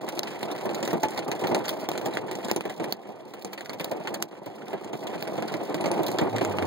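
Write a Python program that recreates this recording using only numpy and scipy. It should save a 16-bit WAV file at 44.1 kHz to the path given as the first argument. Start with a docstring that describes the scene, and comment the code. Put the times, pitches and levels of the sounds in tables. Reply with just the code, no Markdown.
"""Heavy rain heard from inside a parked car: drops drum on the roof, knock on the window and splash with a tick.
Every drop is filtered noise: a hard push straight from where it lands, then the ring of panel and cabin.
One drop also sets metal trim ringing, made of fading sines; at the end an engine hums past on three sines.
The camera has two close microphone ports. It widens their stereo picture, and its gain control
ducks at fat drops close by and creeps back."""
import sys
import numpy as np
from scipy import signal
from scipy.fft import rfft, irfft, next_fast_len
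from scipy.io import wavfile
from scipy.ndimage import uniform_filter1d

SR = 44100
rng = np.random.default_rng(int(sys.argv[2]) if len(sys.argv) > 2 else 0)


def to_wav(sig):
    """Store sig (one row per channel, or 1-D mono) as 16-bit WAV at the path in sys.argv[1].

    Samples outside -1..1 are clipped; the rate is SR.
    """
    pcm = np.clip(np.atleast_2d(sig), -1, 1) * 32767
    pcm = np.round(pcm).astype(np.int16)
    wavfile.write(sys.argv[1], SR, pcm.T)  # frames by channels


N = 293706  # length in samples
TIME = np.arange(N) / SR  # seconds
TOP_HZ = 15800  # the camera passes nothing much above this
PORT_LAG_S = 0.0002  # longest travel time from one port to the other
ROOF_T60_S, PANE_T60_S, SPLASH_T60_S = 0.13, 0.07, 0.041  # time for a ring to fade by 60 dB
WINDOW_FOLLOWS = 0.19  # share of a gust's dB that reaches the glass


def undb(db):
    """Turn decibels into gain."""
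    return 10 ** (np.asarray(db) / 20)


def curves(table):
    """Draw straight lines through a timed table: each column at every sample."""
    seconds, *columns = np.transpose(table)
    return [np.interp(TIME, seconds, column) for column in columns]


def unit(x):
    """Scale to a total energy of 1, averaged over the channels."""
    energy = np.sum(x ** 2, axis=-1)
    return x / np.sqrt(np.mean(energy))


def fade(t, t60):
    """A ring dies away exponentially, by 60 dB in t60 seconds."""
    return np.exp(-np.log(1000) * t / t60)


def wander(rate):
    """A random course that heads for a new value this many times a second."""
    return np.interp(TIME * rate, np.arange(1000), rng.standard_normal(1000))


def direction():
    """Where a drop lands, as the lag in seconds between the ports (whole samples)."""
    return np.round(PORT_LAG_S * SR * rng.uniform(-1, 1)) / SR


def colour(points, patchy_db, size=2048):
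    """A filter that starts at once and has the given spectrum; every spot of a panel favours other pitches."""
    hz, db = np.transpose(points)
    log_hz = np.log(np.fft.rfftfreq(size, 1 / SR) + 1)
    knots = np.log(np.geomspace(60, TOP_HZ, 36))
    patches = patchy_db * np.interp(log_hz, knots, rng.standard_normal(len(knots)))
    spectrum_db = np.interp(log_hz, np.log(hz), db) + patches
    # Folding the cepstrum gives minimum phase: nothing sounds before the hit.
    cepstrum = irfft(np.log(undb(spectrum_db)))
    cepstrum[1:size // 2] *= 2
    cepstrum[size // 2 + 1:] = 0
    return irfft(np.exp(rfft(cepstrum)))[None]


def blow(body, t60, direct_db, lag, patchy_db=2.5, grit_db=-6, grit_s=0.00075, build=0.023, size=6144):
    """One impact: a single gritty push from one direction, then the ring of panel and cabin builds and fades."""
    t = np.arange(size) / SR
    grit = unit(rng.standard_normal(size) * np.exp(-t / grit_s) * (t > 0))
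    push = rfft(unit((t == 0) + undb(grit_db) * grit))

    # The push reaches one port later than the other.
    arrival = np.maximum([[lag], [-lag]], 0)
    direct = irfft(push * np.exp(-2j * np.pi * np.fft.rfftfreq(size, 1 / SR) * arrival))

    swell = (1 - np.exp(-t / (build * t60))) * fade(t, t60)
    ring = unit(rng.standard_normal((2, size)) * swell)
    plain = undb(direct_db) * direct + ring
    return unit(signal.fftconvolve(plain, colour(body, patchy_db), axes=1)[:, :size])


def shower(body, t60, direct_db, rate, scatter_db, count=16, size=800):
    """About `rate` drops of mixed sizes a second fall on a number of spots, each with its own ring; rms 1."""
    out = 0
    for _ in range(count):
        falls = rng.random(size) < rate * TIME[-1] / (count * size)
        sizes = falls * undb(scatter_db * np.minimum(rng.standard_normal(size), 2))
        taps = np.bincount(rng.integers(0, N, size), sizes, N)
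        out = out + signal.oaconvolve(taps[None], blow(body, t60, direct_db, direction()), axes=1)[:, :N]
    return unit(out) * np.sqrt(N)


# Strength of the rain, nearly steady until a last gust. Each row: time in seconds, strength in dB.
RAIN = [(0, -2.5), (.6, 0.5), (1.3, -1.5), (1.52, 6), (1.8, -1.5), (2.2, 0), (2.65, -6), (2.95, 4),
        (3.4, 0), (3.95, 2.5), (4.8, -0.5), (5.6, 0), (5.88, 4), (6.66, 4)]
# What a drop sets ringing on the roof. Each row: frequency in Hz, strength in dB per Hz.
ROOF = [(40, -56), (68, -31), (100, -14), (140, -6.5), (200, -0.5), (270, -4), (340, 3.5), (450, -1.5),
        (650, -1.5), (850, -4), (1100, -14.5), (1500, -25), (2500, -22.5), (6000, -54.5)]
# The same for the window pane. Each row: frequency in Hz, strength in dB per Hz.
PANE = [(60, -40), (200, -11), (700, 2), (1200, -0.5), (1550, -0.5), (2000, 2.5), (2450, 1.5), (3100, -1),
        (3800, -8), (4400, -7), (5000, -14.5), (8000, -17.5), (16000, -34)]
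# The same for splashing water. Each row: frequency in Hz, strength in dB per Hz.
SPLASH = [(100, -41), (1000, -23.5), (3500, 5), (5300, 1.5), (6800, -0.5), (8500, -5.5), (10000, -2.5),
          (12500, -7.5), (14000, -5), (15700, -3.5), (16500, -27)]


def dense_rain(drumming_db=-34.5, patter_db=-46, spray_db=-53):
    """Countless small drops: dull drumming overhead, crisp patter and fine spray on glass (dB at rain 0 dB)."""
    rain_db, = curves(RAIN)
    drumming = shower(ROOF, ROOF_T60_S, direct_db=-5.5, rate=330, scatter_db=5)
    patter = shower(PANE, PANE_T60_S, direct_db=-6.5, rate=300, scatter_db=9)
    spray = shower(SPLASH, SPLASH_T60_S, direct_db=-12.5, rate=220, scatter_db=7.0)

    roof = drumming * undb(drumming_db + rain_db)
    window = patter * undb(patter_db) + spray * undb(spray_db)
    return roof + window * undb(WINDOW_FOLLOWS * rain_db)


def splash(hz, lag, direct_db, size=6144, count=3):
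    """A tick with a short ping in it, then a few droplets that fall back."""
    t = np.arange(size) / SR
    tick = blow(SPLASH, SPLASH_T60_S, direct_db, lag, patchy_db=5.5, grit_db=9, grit_s=0.00072)
    ping_db, ping_t60_s = -6, 0.015
    tone = np.sin(2 * np.pi * hz * t + rng.uniform(0, np.pi, (2, 1)))
    ping = unit(tone * fade(t, ping_t60_s))

    spatter_db, spatter_s = -10.5, 0.02  # level before `far`, time until the last droplet lands
    droplet = blow(SPLASH, SPLASH_T60_S, direct_db=4.0, lag=lag, patchy_db=-2.0)
    landings = (spatter_s * SR * rng.random(count)).astype(int)
    spatter = unit(sum(np.pad(droplet, ((0, 0), (k, 0)))[:, :size] for k in landings))
    far = 1 / np.hypot(1, undb(direct_db))  # a close tick stands further above its spatter
    return unit(tick + undb(ping_db) * ping + undb(spatter_db) * far * spatter)


# Drops that stand out. Each row: start in seconds, level of the thud on the roof in dB, of the knock
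# on the glass in dB, of the splash in dB, nearness in dB (direct sound over ring, before each part's
# own offset), pitch of the splash in Hz.
DROPS = [(0.0885, -44, -34.5, -35.5, 0, 3860), (0.1751, -29, -37, -62, 0, 3400.0),
         (0.1924, -42, -30.5, -24, 25, 4070), (0.2326, -41, -31.5, -32.5, 6, 3840),
         (0.2716, -36, -31.5, -43, -12, 4140), (0.4297, -27, -34.5, -34.5, 2, 4220),
         (0.5143, -33, -41, -39, -3, 3740), (0.5627, -45, -45, -47, 0, 3330),
         (0.655, -25, -41, -44, -5, 15000), (0.6924, -29, -36, -55, 0, 4100.0),
         (0.7126, -32, -41, -53, -2, 4100.0), (0.7464, -43, -39, -36, -2, 6800),
         (0.8282, -27, -32, -34.5, 0, 6800), (0.8507, -33, -44, -36.5, -16, 3800.0),
         (0.8766, -29.5, -38, -36, 2, 3870), (0.9065, -33, -36, -44, -7, 5500.0),
         (0.931, -19, -45, -39, -2, 14800.0), (0.962, -38, -56, -60, -12, 3400.0),
         (1.0329, -23, -27, -34, -1, 14900), (1.0558, -26, -40, -59, 5, 3400.0),
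         (1.0847, -45, -41, -44, 3, 3400.0), (1.1058, -45, -49, -42.5, -10, 10700.0),
         (1.1605, -44, -42, -56, -5, 3400.0), (1.1761, -31.5, -31, -36, -3, 3760),
         (1.1908, -32, -37, -42, 1, 4100.0), (1.28, -24, -51, -42.5, -5, 4500.0),
         (1.3158, -27, -28, -36, 3.5, 3770), (1.4109, -38, -43, -44, -6, 3800.0),
         (1.4378, -23, -30.5, -58, -12, 3400.0), (1.4709, -46, -35, -34.5, -4, 4400),
         (1.5138, -20, -35, -55, -12, 15200.0), (1.5469, -20.5, -27.5, -31.5, -2, 3770),
         (1.655, -45, -41, -38.5, -7, 4470), (1.6818, -47, -34, -33.5, -3, 4400),
         (1.6919, -43, -34.5, -27, 1, 14100.0), (1.8888, -27.5, -31.5, -34, 7, 15400),
         (1.916, -33.5, -33, -40, 9, 3800.0), (1.9774, -38, -35, -37, -1, 4120),
         (2.0132, -33, -41, -47, -2, 3400.0), (2.0578, -22, -35.5, -36, -15, 3400.0),
         (2.137, -46, -55, -41, -5, 4140), (2.152, -34, -46, -47, 1, 4430),
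         (2.1712, -28.5, -27.5, -35, 7, 3880), (2.313, -29, -35, -40, 1, 15200.0),
         (2.3529, -32.5, -50, -38.5, 4, 4500.0), (2.446, -28, -48, -37, -9, 3280),
         (2.4841, -30, -39, -41, 2, 3800.0), (2.4978, -33, -34, -45, -9, 3800.0),
         (2.5135, -18.5, -24, -23, 7.5, 14100.0), (2.5619, -18.5, -30, -27.5, 2, 10000.0),
         (2.6084, -33, -27.5, -41, 9, 4070), (2.6533, -22.5, -34, -42, -4.5, 4130),
         (2.6966, -29, -33.5, -40, -6, 3800.0), (2.7985, -21.5, -35.5, -56, -5, 3400.0),
         (2.8421, -31, -33, -40, -1, 4080), (2.9241, -19, -21, -12.5, 6, 14250),
         (3.091, -22.5, -41, -53, 2, 14800.0), (3.3367, -33, -32, -35.5, -7, 4030),
         (3.423, -40, -49, -36, 4, 4170), (3.4474, -22, -40, -28, 2.5, 7400),
         (3.5316, -37, -28.5, -31.5, -5, 4540), (3.5768, -34, -27.5, -51, -4, 3610),
         (3.6081, -31, -29.5, -37, 0, 4200), (3.6589, -49, -35, -39, 3, 3800.0),
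         (3.6951, -27.5, -29.5, -31, 1, 4470), (3.7323, -42, -34, -37, -3, 3510),
         (3.7975, -27, -26.5, -33, -5, 4450), (3.8082, -28, -31, -32, 2, 4460),
         (3.8441, -31.5, -30.5, -27, 9, 3800.0), (3.9128, -20.5, -36, -35, -20, 13700),
         (4.0733, -39, -25.5, -40, -1.5, 4200), (4.1421, -36, -34, -30.5, -5, 8000),
         (4.2247, -23, -19, -14.5, 10.5, 7520), (4.4601, -23.5, -37, -38, -16, 15000),
         (4.6826, -47, -38, -42, 27, 3650), (4.7318, -17.5, -32, -46, -5.5, 15200.0),
         (4.845, -36, -42, -43.5, 1, 4240), (4.9313, -22, -33, -44, -7, 3780),
         (5.0695, -43, -32.5, -35.5, -7, 3900), (5.1447, -27.5, -40, -50, -11, 3400.0),
         (5.2251, -31.5, -34, -35, 10, 4400), (5.276, -30, -38, -43, 0, 5200.0),
         (5.3782, -24, -37.5, -49.5, -9, 3400.0), (5.4238, -30, -34, -51, 2, 4200),
         (5.4792, -39, -35, -43, -10, 4100.0), (5.5402, -33, -42, -40.5, 6, 4000),
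         (5.5416, -25, -36.5, -61, -3, 4100.0), (5.7439, -24.5, -34, -35.5, 2.5, 4630),
         (5.809, -31, -37, -42, -4, 4040), (5.8407, -24, -33.5, -46, -8, 4500.0),
         (5.8589, -23, -30.5, -34.5, 2, 4150), (5.9154, -26, -35.5, -35, 5, 4570),
         (5.992, -20, -48, -49, -1, 4060), (6.032, -44, -56, -38, -8, 12900),
         (6.0646, -34, -43, -32.5, -8, 14800.0), (6.0816, -26, -33.5, -38.5, -8, 4070),
         (6.116, -36, -40, -38, 6, 6900.0), (6.1863, -26, -26, -34.5, 1, 4400),
         (6.213, -17, -44, -45, -5, 14800.0), (6.3626, -35, -33.5, -39, -3, 3780),
         (6.3834, -31, -33, -46, 4, 4100.0), (6.4111, -19, -30, -54, -6, 4100.0),
         (6.4492, -25, -31.5, -37.5, 5, 10720), (6.5856, -27, -28, -43, 9, 4400),
         (6.6245, -28, -32.5, -43.5, 1, 3400.0)]


def big_drops(drops):
    """Each drop thuds, knocks and splashes at once from one spot; near ones are a hard push with little ring."""
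    out = np.zeros((2, N + SR))
    spread = np.sqrt(SR / 100)  # makes the levels count as rms over 10 ms
    for start_s, thud_db, knock_db, splash_db, near_db, hz in drops:
        lag = direction()
        thud = blow(ROOF, ROOF_T60_S, direct_db=near_db - 5.5, lag=lag, grit_db=-16.5)
        knock = blow(PANE, PANE_T60_S, direct_db=near_db - 0.5, lag=lag, grit_db=1.5, grit_s=0.00082)
        water = splash(hz, lag, direct_db=near_db - 1.0)
        hit = undb(thud_db) * thud + undb(knock_db) * knock + undb(splash_db) * water
        start = int(start_s * SR)
        out[:, start:start + hit.shape[1]] += spread * hit
    return out[:, :N]


def stray_drops(per_s=9, near_db=0.0, low_hz=3300, high_hz=8900, count=200):
    """Middling drops at random moments, a little louder in a gust: rows like those of DROPS."""
    chance = rng.random((count, 5))
    start_s = np.cumsum(-np.log(1 - chance[:, 0])) / per_s
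    gust_db = WINDOW_FOLLOWS * np.interp(start_s, *np.transpose(RAIN))
    middle_db = np.array([-42, -47.5, -52])  # thud, knock, splash
    spread_db = 2 * (2 * chance[:, 1:4] - 1)  # up to 2 dB either way
    levels_db = middle_db + spread_db + gust_db[:, None]
    hz = low_hz * (high_hz / low_hz) ** chance[:, 4]
    rows = np.column_stack([start_s, levels_db, np.full(count, near_db), hz])
    return rows[start_s < TIME[-1]]


# Notes of a piece of metal trim. Each row: frequency in Hz, level in dB against the trim's overall
# level, time to fade by 60 dB in seconds.
TRIM = [(865, 4, 0.24), (1500, -18, .3), (1920, -18, .26)]


def trim(start_s=1.033, level_db=-29.5):
    """One drop sets metal trim ringing: a few pure notes that start together and fade."""
    t = np.maximum(TIME - start_s, 0)
    return sum(undb(level_db + db) * np.sin(2 * np.pi * hz * t) * fade(t, t60) for hz, db, t60 in TRIM)


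# The passing engine. Each row: time in seconds, firing rate in Hz, level of the firing note in dB.
ENGINE = [(5.75, 117, -60), (6.1, 116, -57), (6.3, 112.5, -41.5), (6.43, 108.7, -44), (6.52, 97.8, -42),
          (6.66, 90.3, -40)]


def engine(waver_db=4.0, rough=0.017, second_db=-5, third_db=-3, fade_s=0.2):
    """Only the firing note and two overtones get through the closed car; the pitch sinks as it goes by."""
    hz, db = curves(ENGINE)
    uneven_hz = hz * (1 + rough * wander(40.2))
    # The two ports hear the hum a little out of step.
    phase = 2 * np.pi * np.cumsum(uneven_hz) / SR + np.array([[0], [1.2]])
    note = 0
    for k, partial_db in enumerate((0, second_db, third_db), 1):
        note = note + np.sin(k * phase) * undb(partial_db + waver_db * wander(20))
    fade_in = np.clip((TIME - ENGINE[0][0]) / fade_s, 0, 1)
    return np.sqrt(2) * note * fade_in * undb(db)


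def scene():
    """Rain and engine as they reach the two ports."""
    return dense_rain() + big_drops(DROPS) + big_drops(stray_drops()) + trim() + engine()


def widen(ports, side_cross=0.75, apart_hz=1100, mismatch_hz=80, shadow=0.66, shadow_hz=750,
          shelf_hz=700, bass_hz=80, left_db=-0.47):
    """Each channel has a delayed copy of the other taken off; a shelf restores the bass that this cancels."""
    size = next_fast_len(N + SR // 10)
    hz = np.fft.rfftfreq(size, 1 / SR)
    left, right = rfft(ports, size)
    echo = np.exp(-2j * np.pi * hz * 16 / SR)  # 16 samples late
    unlike = (1j * hz + mismatch_hz) / (1j * hz + apart_hz)  # long waves reach both ports nearly alike
    shaded = shadow * hz / np.hypot(hz, shadow_hz)  # the left port is turned away: short waves feel it most

    common = (left + right) / 2
    difference = (left - right) / 2 * unlike - common * shaded
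    mid = common * (1 - 0.985 * echo)
    side = difference * (1 + side_cross * echo)
    shelf = (1j * hz + shelf_hz) / (1j * hz + bass_hz)
    stereo = np.array([(mid + side) * undb(left_db), mid - side])
    return irfft(stereo * shelf / np.sqrt(2), size)[:, :N]


def gain_control(x, limit_db=-19, release_db_per_s=10, sense_hz=2000):
    """The gain drops at once when a millisecond of treble is too loud, then creeps back at a steady rate."""
    treble = signal.sosfilt(signal.butter(2, sense_hz, "high", fs=SR, output="sos"), x)
    power = uniform_filter1d(np.mean(treble ** 2, axis=0), SR // 1000)
    over_db = np.maximum(10 * np.log10(np.maximum(power, 1e-12)) - limit_db, 0)
    recovery_db = release_db_per_s * TIME
    # The strongest cut so far holds, less what has been given back since.
    cut_db = np.maximum.accumulate(over_db + recovery_db) - recovery_db
    return x * undb(-cut_db)


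def record(dry):
    """The camera widens the stereo, rides the gain and cuts the top."""
    level = gain_control(widen(dry))
    return signal.sosfilt(signal.ellip(8, 0.2, 70, TOP_HZ, fs=SR, output="sos"), level)


dry = scene()
out = record(dry)
to_wav(out)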